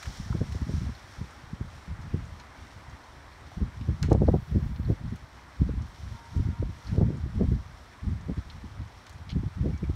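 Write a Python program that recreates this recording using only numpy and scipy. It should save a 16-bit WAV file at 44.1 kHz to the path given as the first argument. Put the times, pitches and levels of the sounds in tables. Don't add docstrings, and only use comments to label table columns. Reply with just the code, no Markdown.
import sys
import numpy as np
from scipy import signal
from scipy.fft import rfft, irfft
from scipy.io import wavfile
from scipy.ndimage import uniform_filter1d

SR = 44100
rng = np.random.default_rng(int(sys.argv[2]) if len(sys.argv) > 2 else 0)


def generate_wav(sig):
    pcm = np.round(np.clip(np.atleast_2d(sig).T, -1, 1) * 32767).astype(np.int16)
    wavfile.write(sys.argv[1], SR, pcm)


N = 438794
TIME = np.arange(N) / SR
FREQS = np.maximum(np.arange(N // 2 + 1) * SR / N, 1)
BLOCK = 8192
BLOCK_FREQS = np.maximum(np.arange(BLOCK // 2 + 1) * SR / BLOCK, 1)

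# (start [s], hold [s], relative level [dB])
WIND_GUSTS = [(.07, 0.02, -35.5), (.2, 0.077, -36), (.34, 0.26, -33), (.67, .22, -30), (1.19, 0.029, -38),
              (1.52, 0.25, -42), (1.88, 0.3, -36.5), (2.12, 0.1, -34.5), (2.3, 0.057, -38),
              (2.76, 0.2, -46.5), (3.58, 0.083, -31.5), (3.78, 0.16, -31.5), (4.03, 0.34, -24),
              (4.52, 0.049, -23.5), (4.62, .13, -30.5), (4.79, 0.093, -27.5), (5.01, 0.13, -34),
              (5.6, 0.22, -29.5), (6.02, 0.11, -36.5), (6.34, 0.16, -26.5), (6.6, 0.11, -27),
              (6.88, 0.4, -32), (6.99, 0.072, -21), (7.36, .19, -26), (7.58, 0.16, -40), (8.05, 0.13, -29),
              (8.28, 0.017, -29), (8.45, 0.29, -43), (8.8, 0.025, -31), (9.16, 0.25, -40),
              (9.36, 0.09, -28.5), (9.59, 0.15, -26), (9.82, 0.15, -34)]
# (time [s], relative level [dB])
TRAFFIC_LEVELS = [(0, -51.5), (2.9, -52), (4.4, -53.5), (9.95, -54)]
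# (frequency [Hz], relative density [dB])
TRAFFIC_SPECTRUM = [(20, -24), (35, -6), (70, 4), (150, -5.5), (250, 4), (450, -3.5), (700, 0.5),
                    (1000, 2.5), (1400, -0.5), (2000, -3.5), (2600, -11), (4000, -24)]
# (frequency [Hz], relative density [dB])
SLEET_SPECTRUM = [(1200, -1.5), (2050, 4), (2650, -5), (3200, 1.5), (4200, 0), (4950, -3), (5550, 1.5),
                  (6500, -8.5), (8000, -12.5), (9600, -12.5), (10400, -19.5), (11200, -15.5), (15500, -24)]
# (time [s], half length [s], rise [dB])
SLEET_SURGES = [(0.722, 0.13, 1.6), (6.3, .35, 2), (6.893, 0.15, 3)]
# (frequency [Hz], bandwidth [Hz], relative gain [dB])
SILL_MODES = [(1465, 810, 18.5), (2210, 140, 7), (2980, 66, 9.5), (3700, 110, -15), (4150, 100, 9),
              (4230, 21, 11.5), (5370, 180, 0), (6460, 670, 4.5)]
# (time [s], level [dB], centre [Hz], width [oct], t60 [s])
NEAR_KNOCKS = [(0.028, -38.5, 2210, 2.8, 0.057), (0.056, -42, 1400, 2.2, 0.1),
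               (0.327, -38, 950, 0.4, 0.048), (3.518, -41, 600, 0.32, 0.033),
               (4.028, -30.5, 5100, 0.62, 0.017), (4.030, -38.5, 1000, 2.0, 0.15),
               (4.051, -56, 4500, 0.87, 0.2), (4.099, -50.5, 4000, 1.2, .2),
               (4.116, -40.5, 1200, .7, 0.093), (4.129, -38.5, 6150, 0.49, 0.02),
               (6.879, -52.5, 1700, 1.1, .39), (9.735, -52, 2270, 0.015, 0.26)]
# (time [s], level [dB], centre [Hz], width [oct])
PELLET_TAPS = [(.522, -47, 4200, 1.1), (.95, -51, 4200, .15), (2.398, -48.5, 4000, .7),
               (3.331, -59, 4200, .1), (3.812, -51, 3400, .4), (4.76, -51, 3580, 0.56),
               (4.849, -54, 4080, .2), (5.158, -53, 6000, 1.2), (6.367, -57, 8000, .4),
               (6.87, -45.5, 4870, 0.21), (8.5, -45, 3900, 0.33), (9.066, -45.5, 3380, 1.2),
               (9.095, -50, 6060, 1.1), (9.292, -41.5, 3570, 0.36), (9.302, -43, 3670, 0.65),
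               (9.316, -44.5, 3400, .35), (9.839, -45.5, 2250, 0.13)]
# (time [s], relative level [dB], corner [Hz], length [s])
STRONG_EDDIES = [(.305, -27, 85, 0.0083), (.351, -27.5, 131, .016), (.416, -27, 142, 0.02),
                 (.552, -36, 122, 0.011), (.619, -27.5, 68, 0.014), (.695, -32.5, 145, .028),
                 (.739, -26.5, 84.5, .023), (1.215, -32.5, 83, 0.038), (1.534, -34, 76.6, 0.0064),
                 (1.611, -30.5, 97, 0.012), (2.144, -26, 114, 0.023), (3.616, -26.5, 87.4, 0.024),
                 (3.89, -24.5, 99, 0.023), (4.038, -26, 55, 0.016), (4.119, -17.5, 228, 0.018),
                 (4.15, -23, 195, 0.021), (4.22, -21.5, 183, 0.021), (4.287, -19, 210, 0.013),
                 (4.342, -22, 201, 0.02), (4.56, -22, 109, 0.031), (4.902, -22.5, 135, 0.03),
                 (5.125, -38, 101, 0.028), (5.618, -19.5, 93, 0.018), (5.694, -28.5, 124, 0.0071),
                 (6.365, -27, 81, 0.036), (6.489, -29, 80, 0.0055), (6.628, -26.5, 140, 0.0065),
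                 (6.982, -27.5, 152, 0.12), (7.013, -23, 200, 0.02), (7.105, -30.5, 131, 0.074),
                 (7.412, -22.5, 150, .036), (7.518, -26, 99, 0.016), (8.298, -28.5, 120, .028),
                 (8.38, -28.5, 85, 0.025), (8.643, -37.5, 89, 0.02), (9.366, -26, 93, 0.015),
                 (9.436, -31, 88, 0.0075), (9.66, -27, 128, 0.043), (9.832, -31.5, 98, 0.013),
                 (9.896, -27, 121, 0.0061)]
# (frequency [Hz], relative level [dB])
BRAKE_PARTIALS = [(931, 1), (1392, -6)]
# (start [s], hold [s], level [dB])
BRAKE_SQUEALS = [(6.16, .12, -55), (6.35, .04, -55), (6.48, 0.15, -58), (6.78, 0.31, -59.5)]


def undb(db):
    return 10 ** (np.asarray(db) / 20)


def unit(x):
    return x / np.sqrt(np.mean(x ** 2))


def shaped(x, gain):
    return irfft(rfft(x) * gain, len(x))


def colour(points):
    hz, db = np.transpose(points)
    return undb(np.interp(np.log(FREQS), np.log(hz), db))


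def bell(hz, centre_hz, width_oct):
    return np.exp(-(np.log2(hz / centre_hz) / width_oct) ** 2 / 2)


def walk(rate_hz):
    return unit(shaped(rng.standard_normal(N), np.exp(-(FREQS / rate_hz) ** 2)))


def chance_times(per_s):
    count = int(per_s * N / SR)
    return (np.arange(count) + rng.random(count)) * N / SR / count


def swells(rows, attack_s, release_s):
    power = 0
    for start, hold, db in rows:
        before = np.maximum(start - TIME, 0) / attack_s
        after = np.maximum(TIME - start - hold, 0) / release_s
        power += undb(db) ** 2 * np.exp(-2 * np.minimum(before + after, 20))
    return np.sqrt(power)


def wind(lull_db=-51.5):
    gusts = swells(WIND_GUSTS, attack_s=.018, release_s=.032)
    return 20 * np.log10(np.hypot(gusts, undb(lull_db)))


def turbulence(hz, corner_hz, slope=1.58):
    return (1 + (hz / corner_hz) ** 2) ** (-slope / 2) / np.sqrt(1 + (hz / (4 * corner_hz)) ** 8)


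def mic_port(hz, low_cut_hz=63, damping=.62, leak_hz=54):
    s = 1j * hz / low_cut_hz
    return s ** 2 / (s ** 2 + damping * s + 1) * (1j * hz / (1j * hz + leak_hz)) ** 2


def wind_rumble(wind_db, slow_hz=40, fast_hz=58, flutter_db=4):
    level_db = wind_db + flutter_db * walk(35)
    speed = np.clip((level_db + 47.5) / 22, 0, 1)
    air = rng.standard_normal(N)
    slow, fast = (unit(shaped(air, turbulence(FREQS, hz) * mic_port(FREQS)))
                  for hz in (slow_hz, fast_hz))
    flow = (1 - speed) * slow + speed * fast
    power = uniform_filter1d(uniform_filter1d(flow ** 2, size=1500), size=1100)
    return unit(flow / (power + .02) ** .25) * undb(level_db - 3.5)


def traffic(low_hz=30.7, flicker_db=1.26):
    tyres = shaped(rng.standard_normal(N), colour(TRAFFIC_SPECTRUM))
    half_octaves = 2 * np.log2(FREQS / low_hz)
    wash = np.zeros(N)
    for k in range(17):
        band = shaped(tyres, np.maximum(1 - abs(half_octaves - k), 0))
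        wash += band * undb(flicker_db * walk(18))
    level_db = np.interp(TIME, *np.transpose(TRAFFIC_LEVELS))
    return unit(wash) * undb(level_db - .13)


def sleet(pellets_per_s=420, splash_s=.00071, patter_db=-6.88, sizzle_hz=6500,
          steady_db=-61.28, heavy_db=8, ease_s=1.12, flutter_db=.73):
    hits = (rng.random(N) < pellets_per_s / SR) * undb(3 * np.minimum(rng.exponential(size=N), 4.3))
    splash_power = signal.lfilter([1], [1, -np.exp(-1 / (splash_s * SR))], hits ** 2)
    patter = unit(np.sqrt(splash_power) * rng.standard_normal(N))
    fall = shaped(rng.standard_normal(N) + undb(patter_db) * patter, unit(colour(SLEET_SPECTRUM)))
    surge_db = sum(db * np.exp(-((TIME - s) / half_s) ** 2) for s, half_s, db in SLEET_SURGES)
    level_db = steady_db + heavy_db * np.exp(-TIME / ease_s) + surge_db + flutter_db * walk(6)
    treble = shaped(fall, np.exp(-(2 * np.log2(FREQS / sizzle_hz)) ** 2))
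    sizzle = undb(.85 * (level_db - level_db.mean())) - 1
    return (fall + sizzle * treble) * undb(level_db)


def stray_pellets(per_s=2.5, level_db=-59.5, spread_db=1.3, centre_hz=4800, spread_oct=.3, width_oct=.4):
    times = chance_times(per_s)
    return [(s, level_db + spread_db * force, centre_hz * 2 ** (spread_oct * pitch), width_oct)
            for s, (force, pitch) in zip(times, rng.standard_normal((len(times), 2)))]


def sill_taps(ring_db=11, pellet_t60_s=.058, skirt=.018):
    modes = sum(undb(db) / np.hypot(1, 2 * (BLOCK_FREQS - hz) / width_hz)
                for hz, width_hz, db in SILL_MODES)
    body = 1 + undb(ring_db) * modes
    pellets = [(*row, pellet_t60_s) for row in list(PELLET_TAPS) + stray_pellets()]
    out = np.zeros(N + BLOCK)
    for s, db, hz, width_oct, t60_s in list(NEAR_KNOCKS) + pellets:
        contact = bell(BLOCK_FREQS, hz, width_oct) + skirt
        crack = unit(shaped(rng.standard_normal(BLOCK), body * contact))
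        start = int(s * SR)
        out[start:start + BLOCK] += crack * undb(db - 60 * TIME[:BLOCK] / t60_s)
    return out[:N]


def stray_eddies(wind_db, per_s=18, spread_db=2, corner_hz=117, oct_per_db=.08, length_s=.011):
    times = chance_times(per_s)
    strengths_db = np.interp(times, TIME, wind_db) + spread_db * rng.standard_normal(len(times))
    corners_hz = corner_hz * 2 ** (oct_per_db * (strengths_db - wind_db.max()))
    return [(s, db - 7.5, hz, length_s) for s, db, hz in zip(times, strengths_db, corners_hz)]


def buffets(wind_db, kick=1.04):
    mid = BLOCK // 2
    t = TIME[:BLOCK] - TIME[mid]
    taper = signal.get_window(("tukey", .5), BLOCK)
    out = np.zeros(N + BLOCK)
    for s, db, corner_hz, length_s in list(STRONG_EDDIES) + stray_eddies(wind_db):
        flank_s = length_s * np.where(t < 0, .35, .65)
        push = rng.standard_normal(BLOCK) * np.exp(-(t / flank_s) ** 2 / 2)
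        push[mid] += kick * np.linalg.norm(push)
        thump = shaped(push, turbulence(BLOCK_FREQS, corner_hz) * mic_port(BLOCK_FREQS)) * taper
        peak_rms = np.sqrt(uniform_filter1d(thump ** 2, size=800).max())
        start = int(s * SR)
        out[start:start + BLOCK] += undb(db + 2.54) * thump / peak_rms
    return out[mid:mid + N]


def fine_hiss(start_s=4.3, hold_s=.62, level_db=-76):
    hiss = unit(shaped(rng.standard_normal(N), bell(FREQS, centre_hz=13000, width_oct=.4)))
    return hiss * swells([(start_s, hold_s, level_db)], attack_s=.03, release_s=.03)


def brakes(waver=.0047, blur=.38):
    phase_per_hz = 2 * np.pi * np.cumsum(1 + waver * walk(25)) / SR
    squeal = sum(undb(db) * np.sin(hz * phase_per_hz) * (1 + blur * walk(25))
                 for hz, db in BRAKE_PARTIALS)
    return unit(squeal) * swells(BRAKE_SQUEALS, attack_s=.03, release_s=.04)


def scene():
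    wind_db = wind()
    background = wind_rumble(wind_db) + traffic() + sleet() + fine_hiss() + brakes()
    return (background + buffets(wind_db) + sill_taps())[None]


def record(dry, top_hz=15600):
    return signal.sosfilt(signal.ellip(10, .1, 80, top_hz, fs=SR, output="sos"), dry)


dry = scene()
out = record(dry)
generate_wav(out)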